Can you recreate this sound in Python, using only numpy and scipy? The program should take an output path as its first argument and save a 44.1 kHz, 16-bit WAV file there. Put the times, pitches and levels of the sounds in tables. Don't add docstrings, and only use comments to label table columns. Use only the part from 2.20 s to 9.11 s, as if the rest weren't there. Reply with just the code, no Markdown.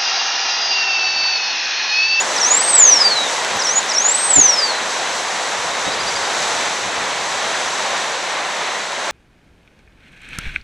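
import sys
import numpy as np
from scipy import signal
from scipy.fft import rfft, irfft
from scipy.io import wavfile
from scipy.ndimage import uniform_filter1d, minimum_filter1d

SR = 44100
rng = np.random.default_rng(int(sys.argv[2]) if len(sys.argv) > 2 else 0)


def put_to_file(sound):
    columns = np.atleast_2d(sound).T
    safe = np.clip(columns, -1, 1)
    whole_steps = np.round(safe * 32767)
    wavfile.write(sys.argv[1], SR, whole_steps.astype(np.int16))


N = 304731
T = np.arange(N) / SR

# (time [s], rush level [dB], leaf hiss level [dB])
WIND_STRENGTH = [(0.0, -21.5, -27.5), (0.8, -21.5, -27.5), (1.3, -23.0, -28), (1.9, -23, -29.5),
                 (2.4, -22.5, -29.5), (2.9, -23, -30.5), (3.5, -23.5, -30), (4.0, -21.5, -28.5),
                 (4.4, -21, -27), (4.7, -23, -30.5), (5.1, -22.5, -30), (5.7, -22.5, -29), (5.95, -24, -31),
                 (6.3, -24, -33), (6.65, -24.5, -33), (6.9, -23.5, -34)]
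# (frequency [Hz], level [dB])
RUSH_SPECTRUM = [(30, -54), (80, -31.5), (160, -15), (300, -11.5), (520, -2), (750, 0), (1020, 0.5),
                 (1250, -3), (1900, -2.5), (2800, -8.5), (3900, -8.5), (4800, -17), (8000, -47),
                 (14000, -70)]
# (frequency [Hz], level [dB])
LEAF_SPECTRUM = [(2000, -27), (3800, -0.5), (5000, -3), (6100, 2), (7100, -3), (7900, -2), (8450, -13),
                 (9400, -11), (10500, -18.5), (11300, -25), (12000, -27), (13000, -47), (15500, -50)]
# (frequency [Hz], side level against mid [dB])
WIND_WIDTH = [(100, -48), (300, -25), (520, -19.5), (900, -17.5), (1500, -15), (2600, -12), (7500, -16.5),
              (10000, -7)]
RUSH_GAIN_DB, LEAF_GAIN_DB = 1.02, 1.42

# (frequency [Hz], level [dB])
RUMBLE_SPECTRUM = [(20, -30), (55, -2), (130, 3), (300, -1.5), (500, -5), (850, -13), (1500, -27),
                   (8000, -80)]
# (time [s], half length [s], level [dB])
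GUST_TIMES = [(1.312, .04, -49), (1.364, 0.014, -33), (2.19, .025, -36), (2.25, 0.022, -36),
              (2.65, 0.06, -46), (3.377, 0.075, -46), (3.837, .14, -38.5), (4.672, .025, -37),
              (4.84, .08, -42), (5.29, 0.043, -48)]
CALM_DB, DRAUGHT_DB, DRAUGHT_PEAK_S, DRAUGHT_HALF_S = -81, -46, 4.3, 1.53

# (time [s], peak level [dB])
KNOCKS = [(2.162, -12), (2.18, -6.5), (3.668, -15)]
# (frequency [Hz], level [dB], time to fall 60 dB [s])
MOUNT_MODES = [(125, -13, .08), (200, -6, .07), (290, 0, .07), (385, -1, .055), (740, -4, .06)]

# (time [s], level [dB])
TWIG_TICKS = [(1.2474, -5), (1.6298, -11), (2.8275, -18), (5.125, -13), (6.368, -14), (6.7205, -14)]
# (frequency [Hz], level [dB])
TWIG_SPECTRUM = [(800, -20), (3500, 3.5), (7500, -1), (9000, -15), (12000, -23), (15000, -42)]
# (time [s], level [dB])
HIGH_CLICKS = [(1.3688, -32), (1.4666, -40), (1.6616, -40), (1.8911, -44), (2.9627, -35), (3.5099, -44),
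               (3.6845, -41), (5.1218, -44)]
# (frequency [Hz], level [dB])
HIGH_CLICK_SPECTRUM = [(6000, -30), (11000, -4), (14000, 3), (16000, -5)]

# (time from its start [s], pitch over top pitch [ratio], level [dB])
CHIP_SHAPE = [(0, .9, -6), (.008, .955, -4), (.014, .995, -1), (.021, 1, 1.5), (.028, .985, -2),
              (.036, .945, -9)]
# (time [s], top pitch [Hz], level [dB])
CHIP_RUNS = [(0.397, 4870, -28), (.469, 4930, -28), (.55, 4880, -34), (.628, 4900, -33), (.708, 4880, -28),
             (.792, 4820, -26.5), (.876, 4760, -25.5), (3.712, 4820, -31), (3.789, 4890, -27),
             (3.867, 4850, -26), (3.944, 4840, -25), (4.024, 4770, -32)]
# (time [s], length [s], start pitch [Hz], end pitch [Hz], level [dB])
FAR_SLIDES = [(.335, 0.062, 3920, 4110, -34), (0.968, .015, 5770, 4400, -31.5),
              (1.029, .017, 5620, 3940, -34), (3.651, .074, 3790, 3890, -30)]
FAR_WET_DB, FAR_T60_S = -12, .2

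# (time from whistle start [s], pitch [Hz])
PITCH_GESTURE = [(0, 6850), (.013, 5880), (.038, 5300), (.056, 5930), (.09, 6600), (.135, 7000),
                 (.17, 7550), (.21, 7960), (.248, 8370), (.275, 8390), (.3, 8240), (.335, 8060),
                 (.358, 7900), (.383, 7530), (.408, 7110), (.434, 6850), (.457, 6400), (.487, 6140),
                 (.526, 5780), (.565, 5450), (.614, 5080), (.65, 4740), (.672, 4660), (.71, 4410),
                 (.742, 4180), (.79, 3880), (.83, 3850), (.89, 3550)]
# (time from whistle start [s], level [dB])
EFFORT_GESTURE = [(0, -26), (.02, -18.5), (.038, -20.5), (.056, -16.5), (.09, -19.5), (.125, -13.5),
                  (.2, -16.5), (.23, -23), (.32, -17.5), (.36, -13.5), (.425, -5.5), (.53, -10.5),
                  (.568, -13), (.579, -22), (.592, -14), (.603, -13.5), (.638, -15.5), (.652, -13.5),
                  (.685, -19.5), (.705, -15), (.72, -18.5), (.75, -20), (.775, -20.5), (.815, -19),
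                  (.845, -25), (.865, -26.5), (.89, -32)]
# (time [s], length [s], time stretch [ratio], level [dB],
# brief accent [dB], late fade [dB per s], lowest pitch [Hz])
SUNG_WHISTLES = [(-.125, 0.15, 1.08, -7.5, 0, 0, 3600), (0.198, 0.895, 1.008, .5, 7, 4, 3600),
                 (1.435, 0.159, 1.17, -2.5, 9, 2, 3600), (1.732, .85, 1.069, -1.2, 13, 14, 4090)]
# (time from whistle start [s], pitch [Hz], level [dB])
LEAD_IN_SLUR = [(-.047, 6350, -34), (-.039, 6080, -24), (-.031, 5720, -19), (-.021, 5400, -30),
                (-.012, 4980, -20), (-.004, 4750, -30)]
ACCENT_AT_S, ACCENT_HALF_S = 0.0485, 0.0015
FADE_FROM_S = 0.39
# (delay [s], level [dB])
NEAR_REFLECTIONS = [(.002775, -5), (.00555, -19), (.032, -28)]
SCATTER_DB, SCATTER_T60_S = -14.5, .085
THICKET_DELAY_S, THICKET_DB, THICKET_T60_S = .033, -24, .18
WOODS_DB, WOODS_T60_S = -38, .5

FINCH_WOBBLE, FINCH_WOBBLE_DB, FAR_WOBBLE, FAR_WOBBLE_DB = .0026, .7, .004, 1.2
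WOBBLE_PER_S, TREMOR_PER_S, TREMOR_SHARE = 70, 450, 1.1

TOP_HZ = 15800


def undb(db):
    return 10 ** (np.asarray(db) / 20)


def curves(table, t=T):
    s, *columns = np.transpose(table)
    return [np.interp(t, s, column) for column in columns]


def colour(x, points):
    point_hz, point_db = np.transpose(points)
    hz = np.maximum(np.arange(N // 2 + 1) * SR / N, 1)
    gain = undb(np.interp(np.log(hz), np.log(point_hz), point_db))
    return irfft(rfft(x) * gain, N)


def noise(points):
    x = colour(rng.standard_normal(N), points)
    return x / np.std(x)


def walk(rate):
    hold = max(int(SR / rate), 1)
    steps = np.repeat(rng.standard_normal(N // hold + 1), hold)
    smooth = uniform_filter1d(uniform_filter1d(steps, hold), hold)
    return 1.3 * smooth[:N]


def add(out, s, x):
    i = max(int(s * SR), 0)
    out[i:i + len(x)] += x[:max(N - i, 0)]


def late(x, s):
    hz = np.arange(N // 2 + 1) * SR / N
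    return irfft(rfft(x) * np.exp(-2j * np.pi * hz * s), N)


def tail(x, t60):
    t = np.arange(int(t60 * SR)) / SR
    echoes = rng.standard_normal((2, len(t))) * undb(-60 * t / t60)
    echoes /= np.sqrt(np.sum(echoes ** 2, axis=1, keepdims=True))
    return signal.fftconvolve(x[None], echoes, axes=1)[:, :N]


def wide(points, flicker_db):
    side = colour(noise(points), WIND_WIDTH)
    stereo = noise(points) + side * np.array([[1], [-1]])
    return stereo * undb(flicker_db * walk(12))


def wind():
    rush_db, hiss_db = curves(WIND_STRENGTH)
    rush = undb(RUSH_GAIN_DB + rush_db) * wide(RUSH_SPECTRUM, flicker_db=0.56)
    hiss = undb(LEAF_GAIN_DB + hiss_db) * wide(LEAF_SPECTRUM, flicker_db=0.77)
    return rush + hiss


def swell(s, half_s, db):
    return undb(db) * np.exp(-((T - s) / half_s) ** 2)


def ports(points, shared):
    own = np.array([noise(points), noise(points)])
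    return (own + shared * noise(points)) / np.sqrt(1 + shared ** 2)


def buffets(flicker_db=1.5):
    draught_level = undb(CALM_DB) + swell(DRAUGHT_PEAK_S, DRAUGHT_HALF_S, DRAUGHT_DB)
    draught = draught_level * ports(RUMBLE_SPECTRUM, shared=0.62)
    gusts = sum(swell(*gust) for gust in GUST_TIMES) * ports(RUMBLE_SPECTRUM, shared=1.7)
    return (draught + gusts) * undb(flicker_db * walk(30))


def bumps(contact_s=0.00294, port_lag_s=0.001):
    out, t = np.zeros(N), np.arange(SR // 5) / SR
    ring = sum(undb(db - 60 * t / t60) * np.sin(2 * np.pi * hz * t) for hz, db, t60 in MOUNT_MODES)
    ring *= 1 - np.exp(-t / contact_s)
    for s, db in KNOCKS:
        add(out, s, undb(db) * ring / np.abs(ring).max())
    return np.array([out, late(out, port_lag_s)])


def ticks(table, sound, t60, crack_db):
    out, t = np.zeros(N), np.arange(SR // 40) / SR
    for s, db in table:
        crack = rng.standard_normal(len(t)) * np.exp(-np.log(1000) * t / t60)
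        add(out, s, undb(db + crack_db) * crack / np.abs(crack).max())
    return colour(out, sound)


def sing(notes, wobble, wobble_db, edge_s=0.0015):
    out = np.zeros(N)
    drift, pressure = (walk(WOBBLE_PER_S) + TREMOR_SHARE * walk(TREMOR_PER_S) for _ in range(2))
    for note in notes:
        i = np.arange(max(int(note[0][0] * SR), 0), int(note[-1][0] * SR))
        hz, db = curves(note, i / SR)
        hz = uniform_filter1d(hz, size=260, mode="nearest") * (1 + wobble * drift[i])
        from_edge = np.minimum(i - i[0], i[-1] - i) / (edge_s * SR)
        gate = np.sin(np.pi / 2 * np.clip(from_edge, 0, 1))
        tone = np.sqrt(2) * np.sin(2 * np.pi * np.cumsum(hz) / SR)
        out[i] += gate * undb(db + wobble_db * pressure[i]) * tone
    return out


def glide(s, length, start_hz, end_hz, db):
    return [(s, start_hz, db), (s + length, end_hz, db)]


def far_bird():
    notes = [glide(*row) for row in FAR_SLIDES]
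    for s, hz, db in CHIP_RUNS:
        notes.append([(s + dt, hz * ratio, db + shape_db) for dt, ratio, shape_db in CHIP_SHAPE])
    song = sing(notes, FAR_WOBBLE, FAR_WOBBLE_DB)
    return song + undb(FAR_WET_DB) * tail(song, FAR_T60_S)


def finch_notes():
    notes = []
    for s, length, stretch, db, accent, fade, lowest_hz in SUNG_WHISTLES:
        t = np.linspace(0, length, 900)
        gesture_s = t / stretch
        hz, = curves(PITCH_GESTURE, gesture_s)
        effort_db, = curves(EFFORT_GESTURE, gesture_s)
        accent_db = accent * np.exp(-((gesture_s - ACCENT_AT_S) / ACCENT_HALF_S) ** 2)
        fade_db = fade * np.maximum(t - FADE_FROM_S, 0)
        level_db = db + effort_db + accent_db - fade_db
        notes.append(np.array(LEAD_IN_SLUR) + [s, 0, 0])
        notes.append(np.column_stack([s + t, np.maximum(hz, lowest_hz), level_db]))
    return [note for note in notes if note[-1, 0] > 0]


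def finch(spread=0.24):
    song = sing(finch_notes(), FINCH_WOBBLE, FINCH_WOBBLE_DB)
    echoes = sum(undb(db) * late(song, delay) for delay, db in NEAR_REFLECTIONS)
    scatter = undb(SCATTER_DB) * tail(song, SCATTER_T60_S)
    thicket = undb(THICKET_DB) * tail(late(song, THICKET_DELAY_S), THICKET_T60_S)
    mid, side = scatter + thicket
    twigs = mid + spread * side * np.array([[1], [-1]])
    woods = undb(WOODS_DB) * tail(song, WOODS_T60_S)
    return song + echoes + twigs + woods


def scene():
    twigs = ticks(TWIG_TICKS, TWIG_SPECTRUM, t60=0.0089, crack_db=4)
    thin = ticks(HIGH_CLICKS, HIGH_CLICK_SPECTRUM, t60=0.008, crack_db=10)
    return wind() + buffets() + bumps() + twigs + thin + far_bird() + finch()


def record(dry, ceiling=0.93):
    allowed = np.minimum(1, ceiling / (np.abs(dry).max(axis=0) + 1e-9))
    gain = uniform_filter1d(minimum_filter1d(allowed, size=61), size=61)
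    low_pass = signal.ellip(8, .2, 70, TOP_HZ, fs=SR, output="sos")
    return signal.sosfilt(low_pass, dry * gain)


dry = scene()
out = record(dry)
put_to_file(out)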